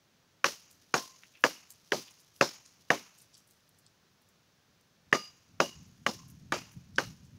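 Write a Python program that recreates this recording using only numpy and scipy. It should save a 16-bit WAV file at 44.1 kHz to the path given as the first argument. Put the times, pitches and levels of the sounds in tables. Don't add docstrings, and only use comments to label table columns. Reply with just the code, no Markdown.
import sys
import numpy as np
from scipy import signal
from scipy.fft import rfft, irfft
from scipy.io import wavfile
from scipy.ndimage import uniform_filter1d

SR = 44100
rng = np.random.default_rng(int(sys.argv[2]) if len(sys.argv) > 2 else 0)


def transcribe(u):
    v = np.clip(np.atleast_2d(u).T, -1, 1)
    q = np.round(v * 32767).astype(np.int16)
    wavfile.write(sys.argv[1], SR, q)


def ratio(d):
    e = np.asarray(d, float) / 20
    return 10 ** e


N = 325458


def evened(x):
    return x / np.sqrt(np.mean(x ** 2) + 1e-20)


def read(points, hz, column=1):
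    table = np.transpose(points)
    return np.interp(np.log(hz + 1), np.log(table[0] + 1), table[column])


def curve(rows):
    s, value = np.transpose(rows)
    return np.interp(np.arange(N) / SR, s, value)


def add(mix, s, sound):
    part = mix[round(s * SR):][:len(sound)]
    part += sound[:len(part)]


def coloured(x, points):
    hz = np.fft.rfftfreq(len(x), 1 / SR)
    return evened(irfft(rfft(x) * ratio(read(points, hz)), len(x)))


def ring(hz, t60, size=9000):
    t = np.arange(size) / SR
    return ratio(-60 * t / t60) * np.sin(2 * np.pi * hz * t)


def grains(size, spread_db, per_s):
    height = ratio(spread_db * np.minimum(rng.exponential(1, size), 4))
    return height * rng.choice([-1., 1.], size) * (rng.random(size) < per_s / SR)


def wobble(size, samples):
    smooth = uniform_filter1d(rng.standard_normal(size), samples)
    return evened(uniform_filter1d(smooth, samples))


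# (time [s], knock level [dB], knock pitch [Hz], splintering level [dB], chatter level [dB])
BLOWS = [(0.443, -8, 1700, -11, -11.5), (0.9408, -10.5, 1480, -6, -22.5), (1.4388, -6, 1653, -16.5, -8.5),
         (1.92, -10, 1654, -10.5, -18), (2.4107, -7, 1296, -10, -15.5), (2.9035, -6, 1750, -17, -10.5),
         (5.1278, -9.5, 1798, -13, -1.5), (5.6021, -11.5, 1540, -7, -20), (6.0642, -14, 1700, -6.5, -27.5),
         (6.5219, -7.5, 1670, -17, -12), (6.9829, -13, 1570, -12.5, -13)]


def strokes():
    out = np.zeros(N)
    for s, *blow in BLOWS:
        add(out, s - .0015, chop(*blow))
        add(out, s, shaken_leaves(s))
    return out


# (frequency [Hz], level [dB])
SPLINTER = [(900, -25), (2000, 5), (2800, 7), (3700, -13.5), (5000, -3.5), (6500, -2.5), (7800, -24.5),
            (12000, -28.5), (16000, -36)]
THUD_DB, SCATTER_DB = -12.5, -2.5
THUD_DB_PER_CHATTER_DB = -0.43
STOP_S = 0.0024


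def chop(db, hz, splinter_db, chatter_db):
    t = np.arange(4000) / SR
    thud_db = THUD_DB + THUD_DB_PER_CHATTER_DB * (chatter_db + 11)
    bite = np.where(t < STOP_S, np.exp((t - STOP_S) / 0.00064), np.exp((STOP_S - t) / 0.003))
    jolts = edge_jolts(bite, db, hz, chatter_db)
    knock = ring(hz, 0.007, size=len(t)) + ratio(-18.5) * ring(2780, 0.0052, size=len(t))
    body = knock + 0.19 * branch_thud(thud_db, len(t))
    direct = signal.fftconvolve(jolts, body)[:len(t)]
    direct += ratio(splinter_db) * bite * coloured(rng.standard_normal(len(t)), SPLINTER)
    out = np.pad(direct, (0, SR // 2))
    add(out, STOP_S, ratio(SCATTER_DB) * scatter(thud_db + 9, splinter_db + 7.5))
    return ratio(db) * out


SLIPS_DB = -17.5


def edge_jolts(bite, db, hz, chatter_db):
    jolts = signal.unit_impulse(len(bite), round(STOP_S * SR))
    jolts += ratio(SLIPS_DB - db) * bite * grains(len(bite), 1.2, 3000)
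    cycles = np.arange(1, 4)
    chatter_hz = max(hz, 3 / STOP_S)
    places = np.round((STOP_S - cycles / chatter_hz) * SR).astype(int)
    jolts[places] += ratio(chatter_db - 6.3 * cycles)
    return jolts


# (frequency [Hz], level [dB], t60 [s])
WOOD = [(189, -21, 0.21), (290, -23, 0.03), (382, -12.5, .07), (411, -9, .06), (559, 4, 0.069),
        (655, 2.5, 0.035), (810, -3, 0.021), (1187, 9.5, 0.021)]
# (delay [s], level [dB])
ECHOES = [(.0065, -12), (0.0135, -5), (.022, -6.5), (.036, -10.5)]


def branch_thud(thud_db, size):
    thud = ratio(thud_db) * sum(ratio(d) * ring(f, t60, size=size) for f, d, t60 in WOOD)
    echoed = np.pad(thud, (0, size))
    soft = signal.windows.hann(50)
    dull = np.convolve(thud, soft / soft.sum())
    for s, echo_db in ECHOES:
        add(echoed, s, ratio(echo_db) * dull)
    return echoed[:size]


# (frequency [Hz], early level [dB], early t60 [s], late level [dB], late t60 [s])
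GARDEN = [(151, -10.5, 0.29, -27.5, 0.2), (300, -4.5, 0.2, -26, 0.26), (536, 7, 0.11, -27.5, 0.36),
          (1010, 1, 0.093, -30, 0.67), (1700, -11.5, 0.16, -36, 0.68), (2800, -15.5, 0.21, -35, 0.98),
          (3430, -16.5, 0.15, -31.5, 0.44), (5250, -10, 0.23, -30.5, .8), (6720, -13, .17, -29, 1),
          (8000, -31, 0.22, -45, 0.45), (15800, -39.5, .17, -50.5, 0.48)]


def scatter(low_db, high_db):
    hz, t, z = signal.stft(rng.standard_normal(SR // 2), SR, nperseg=256)
    db, t60, late_db, late_t60 = (read(GARDEN, hz, column=k)[:, None] for k in range(1, 5))
    tint = [(600, 0.6 * low_db), (1200, 0.01), (2500, 0.02), (4500, 0.77 * high_db)]
    tint_db = read(tint, hz)[:, None]
    grain_db = 2.8 * wobble(len(hz), 2)[:, None]
    flutter_db = 2.5 * wobble(len(t), 2)
    early = ratio(db + grain_db - 60 * t / np.maximum(t60, .03))
    late = ratio(late_db - 60 * t / np.maximum(late_t60, .1))
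    shaped = z * (early + late) * ratio(tint_db + flutter_db)
    tail = signal.istft(shaped, SR, nperseg=256)[1][:SR // 2]
    return tail * (1 - np.exp(-np.arange(len(tail)) / SR / 0.0054))


# (frequency [Hz], level [dB])
LEAF = [(1500, -27), (3000, -3), (6000, 4), (7500, -9.5), (10000, -7.5), (15000, -11)]
SHAKE_DB, SHAKE_DB_PER_S = -37, -1.31


def shaken_leaves(s):
    t = np.arange(16000) / SR
    shake = (1 - np.exp(-t / 0.011)) * np.exp(-(t / 0.066) ** 1.2)
    clicks = grains(len(t), 1.6, 15000) * ratio(2.1 * wobble(len(t), 250))
    return ratio(SHAKE_DB + SHAKE_DB_PER_S * s) * shake * coloured(clicks, LEAF)


# (time [s], level [dB], level [dB], level [dB], level [dB])
RINGING = [(0.443, -62.5, -76, -70.5, -57), (0.9395, -46, -85, -89, -85), (1.4369, -70, -75, -44, -78),
           (1.921, -59.5, -76, -80.5, -48.5), (2.9042, -78.5, -66.5, -56, -72.5),
           (5.126, -76, -28, -37.5, -38), (5.5998, -57, -73.5, -38.5, -59), (6.0657, -53.5, -75, -54, -74),
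           (6.5225, -72, -67, -50, -58), (6.9808, -80.5, -79, -48.5, -76)]
# (frequency [Hz], t60 [s], rms wavering in the hand [dB])
BLADE = [(1050, .5, 6.), (1217, .22, 1.), (2862, .33, 5.5), (4866, .7, 1.5)]
STUCK_S, DROP_S, CHANGE_S = .06, 0.17, 0.0074
STUCK_DB, FREE_DB, DROP_DB = -5, -1, -13.5


def blade():
    out, t = np.zeros(N), np.arange(16000) / SR
    turns_s = [STUCK_S, STUCK_S + CHANGE_S, DROP_S, DROP_S + CHANGE_S]
    hold_db = np.interp(t, turns_s, [STUCK_DB, FREE_DB, FREE_DB, DROP_DB])
    for s, *blade_db in RINGING:
        for db, (hz, t60, waver_db) in zip(blade_db, BLADE):
            mode_hold_db = hold_db * (hz / BLADE[-1][0]) ** 3
            level_db = db + waver_db * wobble(len(t), 200) + mode_hold_db
            add(out, s, ratio(level_db) * ring(hz, t60, size=len(t)))
    return out


# (time [s], level [dB], centre frequency [Hz], length of the rustle [s])
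DROPS = [(0.713, -50.5, 8000, 0.027), (1.235, -47, 2150, 0.016), (1.3534, -50, 2650, 0.037),
         (1.41, -54, 12850, 0.096), (1.7047, -41.5, 7900, 0.018), (2.079, -50, 3000, 0.026),
         (2.109, -52, 9800, 0.015), (2.202, -54, 8400, 0.016), (2.364, -54.5, 8930, 0.04),
         (2.661, -51.5, 6070, 0.026), (3.1866, -51, 7300, 0.029), (3.219, -50.5, 8000, 0.018),
         (3.3437, -48, 5250, 0.041), (3.379, -52, 8000, 0.023), (3.476, -56, 8980, 0.014),
         (3.5102, -55, 8790, 0.03), (3.692, -58.5, 11800, 0.0082), (3.7873, -56.5, 9900, 0.015),
         (3.8651, -55.5, 5120, 0.019), (4.2188, -62, 10000, .012), (4.2889, -60, 9900, 0.012),
         (4.811, -63.5, 8520, 0.0057), (5.116, -56, 4830, .008), (5.8783, -60, 14340, 0.013),
         (6.2866, -55, 9800, 0.024), (6.3016, -50, 10800, 0.011), (6.7206, -56, 10800, 0.035),
         (6.9601, -45.5, 5370, 0.018), (7.113, -61, 12700, 0.012), (7.2525, -61, 7000, 0.019)]
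# (centre frequency [Hz], width [octaves])
SPREAD = [(2500, 0.59), (5200, 0.68), (8500, 1.05), (13000, 0.66)]
TICK_CYCLES = 4.7
STIR_DB, STIR_LEAD = -12.5, .3


def drops():
    out, hz = np.zeros(N), np.fft.rfftfreq(6000, 1 / SR)
    t = np.arange(6000) / SR - .02
    for s, db, centre_hz, length in DROPS:
        octaves = np.log2((hz + 1) / centre_hz)
        band = np.exp(-(octaves / read(SPREAD, centre_hz)) ** 2)
        band *= ratio(3. * wobble(len(hz), 60))
        noise = evened(irfft(rfft(rng.standard_normal(len(t))) * band))
        fade = np.exp(-np.maximum(t, 0) * centre_hz / TICK_CYCLES) * (t >= 0)
        tick = noise * fade * np.linalg.norm(fade) / np.linalg.norm(noise * fade)
        stir = np.exp(-abs(t) / np.where(t < 0, STIR_LEAD, 1) / max(length, .002))
        crackle = ratio(4. * wobble(len(t), 60))
        rustle = ratio(STIR_DB) * noise * stir * crackle
        add(out, s - .02, ratio(db) * (tick + rustle))
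    return out


SETTLE_DB, SETTLE_DB_PER_S = -63, -1.5
SETTLE_RISE_S, SETTLE_FADE_S = .15, .45


def leaves():
    level, t = np.zeros(N), np.arange(2 * SR) / SR
    swell = (1 - np.exp(-(t / SETTLE_RISE_S) ** 2)) * np.exp(-t / SETTLE_FADE_S)
    for s, *_ in BLOWS:
        add(level, s, ratio(SETTLE_DB + SETTLE_DB_PER_S * s) * swell)
    clumps = ratio(3.5 * wobble(N, 400))
    return level * coloured(grains(N, 3.8, 2000) * clumps, LEAF)


# (time [s], level [dB])
WIND = [(0, -74), (4.9, -74), (5.1, -67), (5.44, -72), (5.56, -58), (5.72, -64.5), (5.79, -51.5),
        (5.84, -60), (6.24, -56), (6.31, -55), (6.49, -53.5), (6.74, -60), (6.776, -46.5), (6.82, -59.5),
        (6.95, -55), (7.08, -45.5), (7.16, -56), (7.21, -57), (7.38, -52.5)]
# (frequency [Hz], level [dB])
GUST = [(20, -23.5), (45, -19.5), (85, -5), (125, -4), (165, -2.5), (240, -11), (320, -22), (480, -36.5),
        (800, -72.5)]


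def wind():
    lumps = ratio(1.5 * wobble(N, 900))
    buffeting = evened(coloured(rng.standard_normal(N), GUST) * lumps)
    return ratio(curve(WIND)) * buffeting


# (frequency [Hz], level [dB])
AIR = [(150, -32), (250, -0.5), (583, -3), (635, -3), (781, -5.5), (1730, -5.5), (1990, -8), (6210, -8.5),
       (8180, -21), (14700, -21), (15500, -16.5)]
AIR_DB = -70


def air():
    return ratio(AIR_DB) * coloured(rng.standard_normal(N), [(100, -34.5)] + AIR)


def scene():
    heard = strokes() + blade() + drops() + leaves() + air()
    no_bass = signal.butter(4, 140, "high", fs=SR, output="sos")
    return (signal.sosfilt(no_bass, heard) + wind())[None]


def band_limit(x):
    return signal.sosfilt(signal.butter(12, 16500, fs=SR, output="sos"), x)


def record(dry):
    edge = signal.firwin(511, 15750, fs=SR)
    mix = signal.oaconvolve(dry, edge[None], "same")
    return band_limit(mix)


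dry = scene()
out = record(dry)
transcribe(out)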